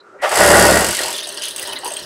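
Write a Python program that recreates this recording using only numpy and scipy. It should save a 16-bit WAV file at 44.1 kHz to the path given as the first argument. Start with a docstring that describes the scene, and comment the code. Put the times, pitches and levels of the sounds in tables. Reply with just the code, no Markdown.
"""An industrial lockstitch machine sews one short, fast run in a workshop, close to an overloading microphone.
The clutch scrapes in filtered noise, the shaft races and slows, and every stitch is four blows that set off
dying noise in table, stand and steel. Resonances drone at full speed; small squeaks and bumps are added.
Afterwards loose steel parts tick as noise with thin tones and the cloth slides as a crackle of tiny slips.
The motor is rumbling noise with two humming lines, and a short noise echo stands for the room."""
import sys
import numpy as np
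from scipy import signal
from scipy.io import wavfile
from scipy.ndimage import uniform_filter1d

SR = 44100
rng = np.random.default_rng(int(sys.argv[2]) if len(sys.argv) > 2 else 0)


def store_pcm(level_fs):
    """Save levels as 16-bit WAV."""
    pcm = np.round(np.clip(level_fs, -1, 1) * 32767).astype(np.int16)
    wavfile.write(sys.argv[1], SR, np.atleast_2d(pcm).T)


N = 90404
TIME = np.arange(N) / SR  # s

# how fast the shaft turns, one stitch per turn: [t/s, speed/(stitches per s)]
SHAFT_SPEED = [(0.28, 38.09), (0.32, 42.92), (0.36, 62.34), (0.52, 76.56), (0.6, 72.17), (0.74, 65.91),
               (0.86, 46.82), (0.95, 50.32), (1.02, 42.96), (1.14, 43.17)]


def amp(db):
    """Turns decibels into a gain."""
    return 10 ** (np.asarray(db) / 20)


def unit(x):
    """Scales a sound to an average (rms) strength of 1."""
    return x / np.sqrt(np.mean(x ** 2) + 1e-20)


def level(curve):
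    """Gain over time from [t/s, level/dB] rows, fading quickly outside them."""
    s, db = np.transpose(curve)
    outside = np.maximum(s[0] - TIME, 0) + np.maximum(TIME - s[-1], 0)
    return amp(np.interp(TIME, s, db)) * np.exp(-outside / 0.0027)


def steady(x):
    """Evens out the slow level while keeping single blows."""
    window = signal.windows.hann(3001)
    power = signal.fftconvolve(x ** 2, window / window.sum(), "same")
    floor = np.mean(x ** 2) / 20  # keeps silence from being blown up
    return x / np.sqrt(np.maximum(power, 0) + floor)


def colour(x, points):
    """Filters along a [f/Hz, level/dB] curve that falls steeply beyond its ends, with no sound ahead of time."""
    hz, db = np.transpose(points)
    f = np.log(abs(np.fft.fftfreq(4096, 1 / SR)) + 1)
    at = np.log(hz + 1)
    beyond = np.maximum(at[0] - f, 0) + np.maximum(f - at[-1], 0)
    gain_db = np.maximum(np.interp(f, at, db) - 40 * beyond, -100)
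    log_gain = np.log(amp(gain_db))
    # minimum phase: the filter answers as early as it can
    taps = np.fft.ifft(np.exp(np.conj(signal.hilbert(log_gain)))).real
    return signal.fftconvolve(x, taps[:len(taps) // 2])[:len(x)]


def decay(t, t60):
    """Falls 60 dB in t60 seconds."""
    return np.exp(-np.log(1000) * t / t60)


def noise(points):
    """Steady noise with a given colour."""
    return unit(colour(rng.standard_normal(N), points))


def blow(start, rise, t60):
    """Envelope that swells for rise seconds and dies away."""
    t = TIME - start
    return np.clip(t / rise, 0, 1) ** 2 * decay(np.maximum(t - rise, 0), t60)


def ring(x, hz, width):
    """One resonance at hz; a smaller width (Hz) rings longer."""
    r = np.exp(-np.pi * width / SR)
    return signal.lfilter([1 - r], [1, -r * np.exp(2j * np.pi * hz / SR)], x).imag


def rattle(hits, t60):
    """Each hit breaks into a dying flurry of tiny contacts, made of noise."""
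    power = signal.lfilter([1], [1, -decay(2 / SR, t60)], hits ** 2)
    return np.sqrt(power) * rng.standard_normal(N)


def smooth_noise(first, second):
    """Slow random wandering: noise averaged twice, over the given numbers of samples."""
    once = uniform_filter1d(rng.standard_normal(N), size=first)
    return unit(uniform_filter1d(once, size=second))


def add(mix, s, sound):
    """Mixes a sound in at time s."""
    part = mix[max(round(s * SR), 0):][:len(sound)]
    part += sound[:len(part)]


def motor():
    """Motor and belt rumble as noise that changes colour; two narrow resonances of noise give a wavering hum."""
    # strength of motor and belt: [t/s, level/dB]
    motor_level = [(0, -51.5), (.07, -45.5), (.19, -45.5), (.4, -28), (1.1, -31.5), (1.25, -41),
                   (1.38, -37), (1.54, -41.5), (1.62, -35.5), (1.75, -35), (1.81, -38), (1.9, -36.5),
                   (2.05, -40)]
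    # rumble before the run: [f/Hz, level/dB]
    idle_colour = [(60, -61), (110, -26), (250, -23), (390, -6), (490, -14), (590, -16.5), (700, -21),
                   (1100, -18.5), (1330, -8.5), (1700, -22), (2400, -33), (3300, -39.5), (8000, -42),
                   (14000, -63)]
    # rumble that takes over as the run starts, and stays: [f/Hz, level/dB]
    run_colour = [(45, -46), (70, -20), (150, -11.5), (230, -11.5), (380, 2.5), (490, -5.5), (610, 4.5),
                  (740, -9), (880, -3), (1350, -9), (1850, -1.5), (2400, -24.5)]
    # hum lines: [f/Hz, level/dB against the motor level]
    hum_lines = [(392, -22), (618, -18.5)]
    running = np.clip((TIME - .2) / 0.43, 0, 1)
    rumble = np.sqrt(1 - running) * noise(idle_colour) + np.sqrt(running) * noise(run_colour)
    hum = np.zeros(N)
    for hz, db in hum_lines:
        once = ring(rng.standard_normal(N), hz, 23)
        hum += amp(db) * unit(ring(once, hz, 23))
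    return level(motor_level) * (rumble + hum)


def squeaks():
    """Surfaces stick and slip in brief squeaks as the work is moved, part gliding tone and part scraping noise."""
    # squeaks and scrapes: [t/s, relative level/dB, f/Hz, length/s, glide/(Hz per s)]
    squeak_list = [(0.0, -45, 4000, 0.015, 0), (0.183, -31.5, 1930, 0.085, 2), (.924, -21, 1504, 0.019, 0),
                   (.985, -21, 1890, 0.014, 0), (1.349, -40, 1600, 0.083, 0),
                   (1.135, -24.5, 3550, 0.022, 0), (1.181, -22, 3470, 0.023, 0),
                   (1.228, -30, 3670, 0.026, 2), (1.411, -26, 3010, 0.019, 0), (1.468, -27, 3180, 0.013, 0),
                   (1.578, -30, 2775, 0.028, 0), (1.623, -28.5, 1960, 0.022, 0),
                   (1.689, -35, 4120, 0.017, 0), (1.723, -23.5, 3000, 0.023, 0),
                   (1.758, -24, 3950, 0.0175, 45000), (1.758, -30.5, 2050, 0.027, 0),
                   (1.863, -26, 4810, 0.0053, 15000), (1.962, -25, 3180, 0.015, 0),
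                   (1.987, -26, 4200, 0.011, 0)]
    width_hz, roughness = 900, 0.46  # roughness: share of scrape against tone
    out, t = np.zeros(N), TIME[:SR // 16]
    for s, db, hz, length, glide in squeak_list:
        once = ring(rng.standard_normal(len(t)), hz, width_hz)
        scrape = unit(ring(once, hz, width_hz))
        pitch = hz + glide * (t - length / 2)
        tone = np.sqrt(2) * np.sin(2 * np.pi * np.cumsum(pitch) / SR)
        swell = np.sin(np.pi * np.minimum(t / length, 1))
        add(out, s, amp(db) * swell * ((1 - roughness) * tone + roughness * scrape))
    return out


def bumps():
    """Soft knocks in the table top: narrow bands of noise that swell and die away."""
    # bumps: [t/s, level/dB, f/Hz]
    bump_list = [(0.138, -37, 584), (1.035, -29, 633), (1.046, -28.5, 875), (1.082, -24.5, 950),
                 (1.264, -35.5, 650), (1.675, -31, 930), (1.698, -30.5, 925), (1.716, -34.5, 633),
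                 (1.830, -26, 855), (1.854, -25, 900), (1.859, -31.5, 455), (1.908, -28.5, 630),
                 (2.019, -39, 127)]
    width = 1.19  # frequency ratio from the middle of the band to its edge
    rise_s, t60_s = 0.0047, 0.15
    out = np.zeros(N)
    for s, db, hz in bump_list:
        band = noise([(hz / width, -14), (hz, 0), (hz * width, -14)])
        out += amp(db) * blow(s, rise_s, t60_s) * band
    return out


def clutch():
    """The clutch scrapes and takes up the belt: coloured noise in swelling, dying grabs."""
    # grabs: [t/s, level/dB, rise/s, t60/s]
    grabs = [(.210, -12.5, 0.032, 0.29), (.304, -16.5, 0.015, 0.24)]
    # colour of the scrape: [f/Hz, level/dB]
    scrape_colour = [(200, -44), (300, -24), (400, -10), (490, -4.5), (590, 6.5), (660, 1.5), (750, 6.5),
                     (1020, -6.5), (1170, -0.5), (1600, -5.5), (1870, -3), (2400, -12.5), (3000, -11.5),
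                     (4200, -22.5), (5200, -20), (7600, -36), (9300, -29), (15000, -50)]
    envelope = sum(amp(db) * blow(s, rise, t60) for s, db, rise, t60 in grabs)
    return noise(scrape_colour) * envelope


def stitches():
    """Blows of needle bar, hook, take-up and feed in every turn: one train for the table, one for the steel."""
    # blows in one stitch: [share of a turn, level in the table/dB, level in the steel/dB]
    strokes = [(.5, -3, 8.5), (.72, -6.5, 3.5), (.93, -1, -4), (0.17, -2, -14)]
    jitter_s, uneven_db = .0004, 1.5  # typical random spread of timing and level
    s, rate = np.transpose(SHAFT_SPEED)
    turns = np.cumsum(np.interp(TIME, s, rate, left=0, right=0)) / SR
    table, steel = np.zeros((2, N))
    for share, table_db, steel_db in strokes:
        # a blow falls where the shaft passes this share of its turn
        at = np.flatnonzero(np.diff(np.floor(turns - share)) > 0)
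        shift, table_vary, steel_vary = rng.standard_normal((len(at), 3)).T
        at = at + (shift * jitter_s * SR).astype(int)
        table[at] += amp(table_db + uneven_db * table_vary)
        steel[at] += amp(steel_db + uneven_db * steel_vary)
    return table, steel


def surges():
    """Random swelling over a stitch or two, typically 2 dB up or down."""
    return amp(2 * smooth_noise(600, 400))


def table_knocks(knocks):
    """Blows rattle the table as coloured noise and ring its resonances, harder and softer by moments."""
    # force of the knocks: [t/s, relative level/dB]
    knock_level = [(.29, -53), (.324, -29), (.36, -17.5), (.402, -11.5), (.53, -8), (.63, -11), (.76, -12),
                   (.825, -15.5), (.87, -21.5), (.92, -27), (.96, -53), (1.0, -28), (1.115, -35.5),
                   (1.15, -50), (1.2, -51)]
    # colour of the rattling table: [f/Hz, level/dB]
    wood_colour = [(150, -34.5), (250, -29.5), (317, -11.5), (504, -3.5), (572, 1.5), (726, -4.5),
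                   (1310, -10), (1460, -4), (1740, -11.5), (1900, -4), (2360, -25.5), (4040, -26),
                   (5000, -46), (6500, -60), (11000, -120)]
    # resonances of the table: [f/Hz, width/Hz, relative level/dB]
    table_modes = [(572.6, 10, -4.5), (675.5, 12, -9.5), (454, 16, -11), (825, 55, -7), (1430, 98, -15.5),
                   (1912, 17, -5)]
    wood = steady(colour(rattle(knocks, 0.088), wood_colour))
    drive = rattle(knocks, 0.01)
    modes = steady(sum(amp(db) * unit(ring(drive, hz, width)) for hz, width, db in table_modes))
    return level(knock_level) * (amp(-1) * wood + amp(-10.5) * modes * surges()) * surges()


def stand_shake(knocks):
    """The stand shakes: low noise set off by the blows, over a steady throb of pure tones."""
    # shaking of the stand: [t/s, relative level/dB]
    shake_level = [(.32, -62), (.355, -45), (.40, -25.5), (.5, -20), (.62, -19), (.75, -21), (.82, -26),
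                   (.86, -34), (.895, -25.5), (.935, -47), (1.1, -46.5)]
    # colour of the shaking: [f/Hz, level/dB]
    stand_colour = [(40, -36), (55, -51), (90, -24), (135, -9), (180, 1.5), (225, 0.5), (255, -13.5),
                    (305, 1.5), (420, -2.5)]
    # steady throb: [f/Hz, level/dB against the shaking level]
    throb_tones = [(70, -10), (109, -13)]
    throb = sum(amp(db) * np.sin(2 * np.pi * (hz * TIME + rng.random())) for hz, db in throb_tones)
    shaking = steady(colour(rattle(knocks, 0.096), stand_colour))
    return level(shake_level) * (np.sqrt(2) * throb + amp(1.5) * shaking)


def steel_clatter(clicks):
    """Blows clatter in the steel over the even whirr of the hook, with a shorter, sharper needle-bar click."""
    # force of the clatter: [t/s, relative level/dB]
    clatter_level = [(0.22, -40), (0.228, -35.5), (0.266, -34), (0.372, -18.5), (0.508, -16.5),
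                     (0.544, -18.5), (0.59, -15.5), (1.04, -26), (1.188, -32), (1.22, -62)]
    # colour of the steel works: [f/Hz, level/dB]
    steel_colour = [(1290, -13), (2200, -1.5), (2450, -6.5), (2810, 1.5), (2950, -2.5), (4030, -7.5),
                    (4820, 0), (5680, -5), (7080, -4.5), (8270, -1.5), (9580, -5), (10500, -7),
                    (11300, -12.5), (12200, -9.5), (13800, -16), (15500, -23.5)]
    # colour of the needle-bar click: [f/Hz, level/dB]
    needle_colour = [(3000, -16), (6500, -11.5), (8100, 4), (9500, -12), (10400, 2.5), (12500, -16.5),
                     (15800, -22)]
    whirr = rng.standard_normal(N)
    contacts = steady(rattle(clicks, 0.05)) + whirr
    steel = amp(0.5) * steady(colour(contacts, steel_colour))
    # squaring makes the strong blows stand out
    needle = amp(-4) * steady(colour(rattle(clicks ** 2, 0.021), needle_colour))
    return level(clatter_level) * (steel + needle)


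def machine():
    """The same stitches drive the table, the stand and the steel works."""
    knocks, clicks = stitches()
    return table_knocks(knocks) + stand_shake(knocks) + steel_clatter(clicks)


def drone():
    """Fast shaking keeps some table resonances sounding: tones that waver in strength and phase."""
    # resonances that build up: [f/Hz, relative level/dB]
    drone_tones = [(585, -16), (678, -25), (807, -30), (1463, -27.5), (1879, -28), (1908, -34)]
    start_rate, rate_range = 52.7, 22  # stitches per s: where it starts, and how much more for full strength
    waver = 0.25  # depth, as a share of the strength and in radians of phase
    s, rate = np.transpose(SHAFT_SPEED)
    smooth_rate = uniform_filter1d(np.interp(TIME, s, rate), size=3000)
    push = np.clip((smooth_rate - start_rate) / rate_range, 0, 1)
    out = np.zeros(N)
    for hz, db in drone_tones:
        strength = 1 + waver * smooth_noise(1500, 1500)
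        phase = 2 * np.pi * (hz * TIME + rng.random()) + waver * smooth_noise(1500, 1500)
        out += amp(db) * np.sqrt(2) * strength * np.sin(phase)
    return push * out


def cloth():
    """Fibres catch and slip as the cloth slides: random tiny rattles whose colour shifts with the folds."""
    # sliding of the cloth: [t/s, relative level/dB]
    slide_level = [(0.9, -33), (1.036, -26), (1.082, -32.5), (1.218, -29), (1.366, -38.5), (1.372, -27),
                   (1.408, -36.5), (1.426, -24), (1.538, -36.5), (1.734, -30.5), (1.74, -43), (1.768, -33),
                   (1.8, -41.5), (1.852, -36), (1.858, -30), (1.9, -40), (1.992, -36.5), (2.05, -37)]
    # colour of the sliding: [f/Hz, level/dB]
    fibre_colour = [(1200, -9.5), (1900, -9), (2350, -12.5), (2950, 4.5), (3600, 0), (4500, 1.5),
                    (5500, -5), (6500, -8), (7400, -29), (10000, -9), (15000, -33)]
    slips_per_s, patch_db = 900, 4  # patch_db: typical random shift of the colour
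    strength_db = np.minimum(rng.exponential(1, N), 4)
    slips = (rng.random(N) < slips_per_s / SR) * amp(strength_db)
    spectrum = signal.stft(colour(rattle(slips, 0.012), fibre_colour))[2]
    # random patches, smoothed over pitch and then over time
    folds = uniform_filter1d(rng.standard_normal(spectrum.shape), size=3, axis=0)
    folds = unit(uniform_filter1d(folds, size=5, axis=1))
    sliding = signal.istft(spectrum * amp(patch_db * folds))[1][:N]
    return amp(0.5) * level(slide_level) * steady(sliding)


def ticks():
    """Small steel parts touch, each time at another spot: a short chatter of noise and a thin ring of tones."""
    # light ticks of loose steel: [t/s, relative level/dB]
    tick_list = [(1.1634, -18.5), (1.18, -17), (1.2034, -27), (1.2318, -17), (1.271, -15), (1.289, -17),
                 (1.3232, -22), (1.3425, -19), (1.3722, -21.5), (1.3953, -24), (1.42, -16), (1.4363, -14.5),
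                 (1.4534, -13), (1.4825, -12), (1.5085, -17), (1.561, -12.5), (1.58, -18), (1.5942, -13.5),
                 (1.6172, -19), (1.6264, -13.5), (1.6564, -29), (1.6726, -16), (1.6912, -20.5),
                 (1.712, -28), (1.73, -18), (1.7504, -44), (1.7873, -20.5), (1.8083, -42), (1.845, -15.5),
                 (1.8562, -16), (1.864, -17), (1.8766, -15.5), (1.8836, -20), (1.9042, -16.5), (1.919, -16),
                 (1.9367, -16.5), (1.9668, -14.5), (1.9864, -32), (1.9947, -24), (2.026, -27)]
    # colour of the chatter: [f/Hz, level/dB before the random change]
    chatter_colour = [(1500, -33), (3000, 5.5), (4800, -15), (6300, 2.5), (7200, -7.5), (8400, 7),
                      (9000, -8), (9600, 1.5), (10600, -0.5), (11600, -9), (12500, -14), (13200, -10),
                      (14100, -9), (15800, -13)]
    # ringing tones: [f/Hz, relative level/dB before the random change, t60/s]
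    tick_modes = [(4690, -10, 0.028), (6840, -33, 0.046), (7730, -20, 0.04), (8600, -10.5, 0.036),
                  (8560, -2, 0.035), (9630, 1, 0.02), (10700, -12, .03), (12500, -20, .03),
                  (14100, -17, 0.022)]
    vary_db, rise_s = 5, 0.0011  # vary_db: typical random change from tick to tick
    out, t = np.zeros(N), TIME[:SR // 8]
    fading = decay(t, 0.022) + amp(-10.5) * decay(t, 0.27)  # quick fall, then a weaker tail
    for s, db in tick_list:
        spot = [(hz, at_db + vary_db * rng.standard_normal()) for hz, at_db in chatter_colour]
        tone = np.zeros(len(t))
        for hz, mode_db, t60 in tick_modes:
            strength = amp(mode_db + vary_db * rng.standard_normal())
            tone += strength * decay(t, t60) * np.sin(2 * np.pi * (hz * t + rng.random()))
        chatter = fading * unit(colour(rng.standard_normal(len(t)), spot))
        add(out, s, amp(db) * np.minimum(t / rise_s, 1) * (tone + chatter))
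    return amp(-10) * out


def room(x):
    """Short, blurred reflections of the workshop: an echo of dying noise that starts after 4 ms."""
    t = TIME[:SR // 2]
    tail = rng.standard_normal(len(t)) * decay(t, 0.097) * (t > .004)
    return signal.fftconvolve(x, tail / np.linalg.norm(tail))[:N]


def scene():
    """Adds up all sources; the room answers all but the drone."""
    sources = motor() + squeaks() + bumps() + clutch() + machine() + cloth() + ticks()
    return (sources + drone() + amp(-10) * room(sources))[None]


def record(dry):
    """The loudest peaks overload and are rounded off; then the highest treble is cut."""
    ceiling, hardness = 1.0, 15  # a higher hardness bends the peaks more abruptly
    clipped = dry / (1 + abs(dry / ceiling) ** hardness) ** (1 / hardness)
    treble_cut = signal.firwin(511, 15800, window=("kaiser", 9), fs=SR)  # edge at 15800 Hz
    return signal.oaconvolve(clipped, treble_cut[None], "same")


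dry = scene()
out = record(dry)
store_pcm(out)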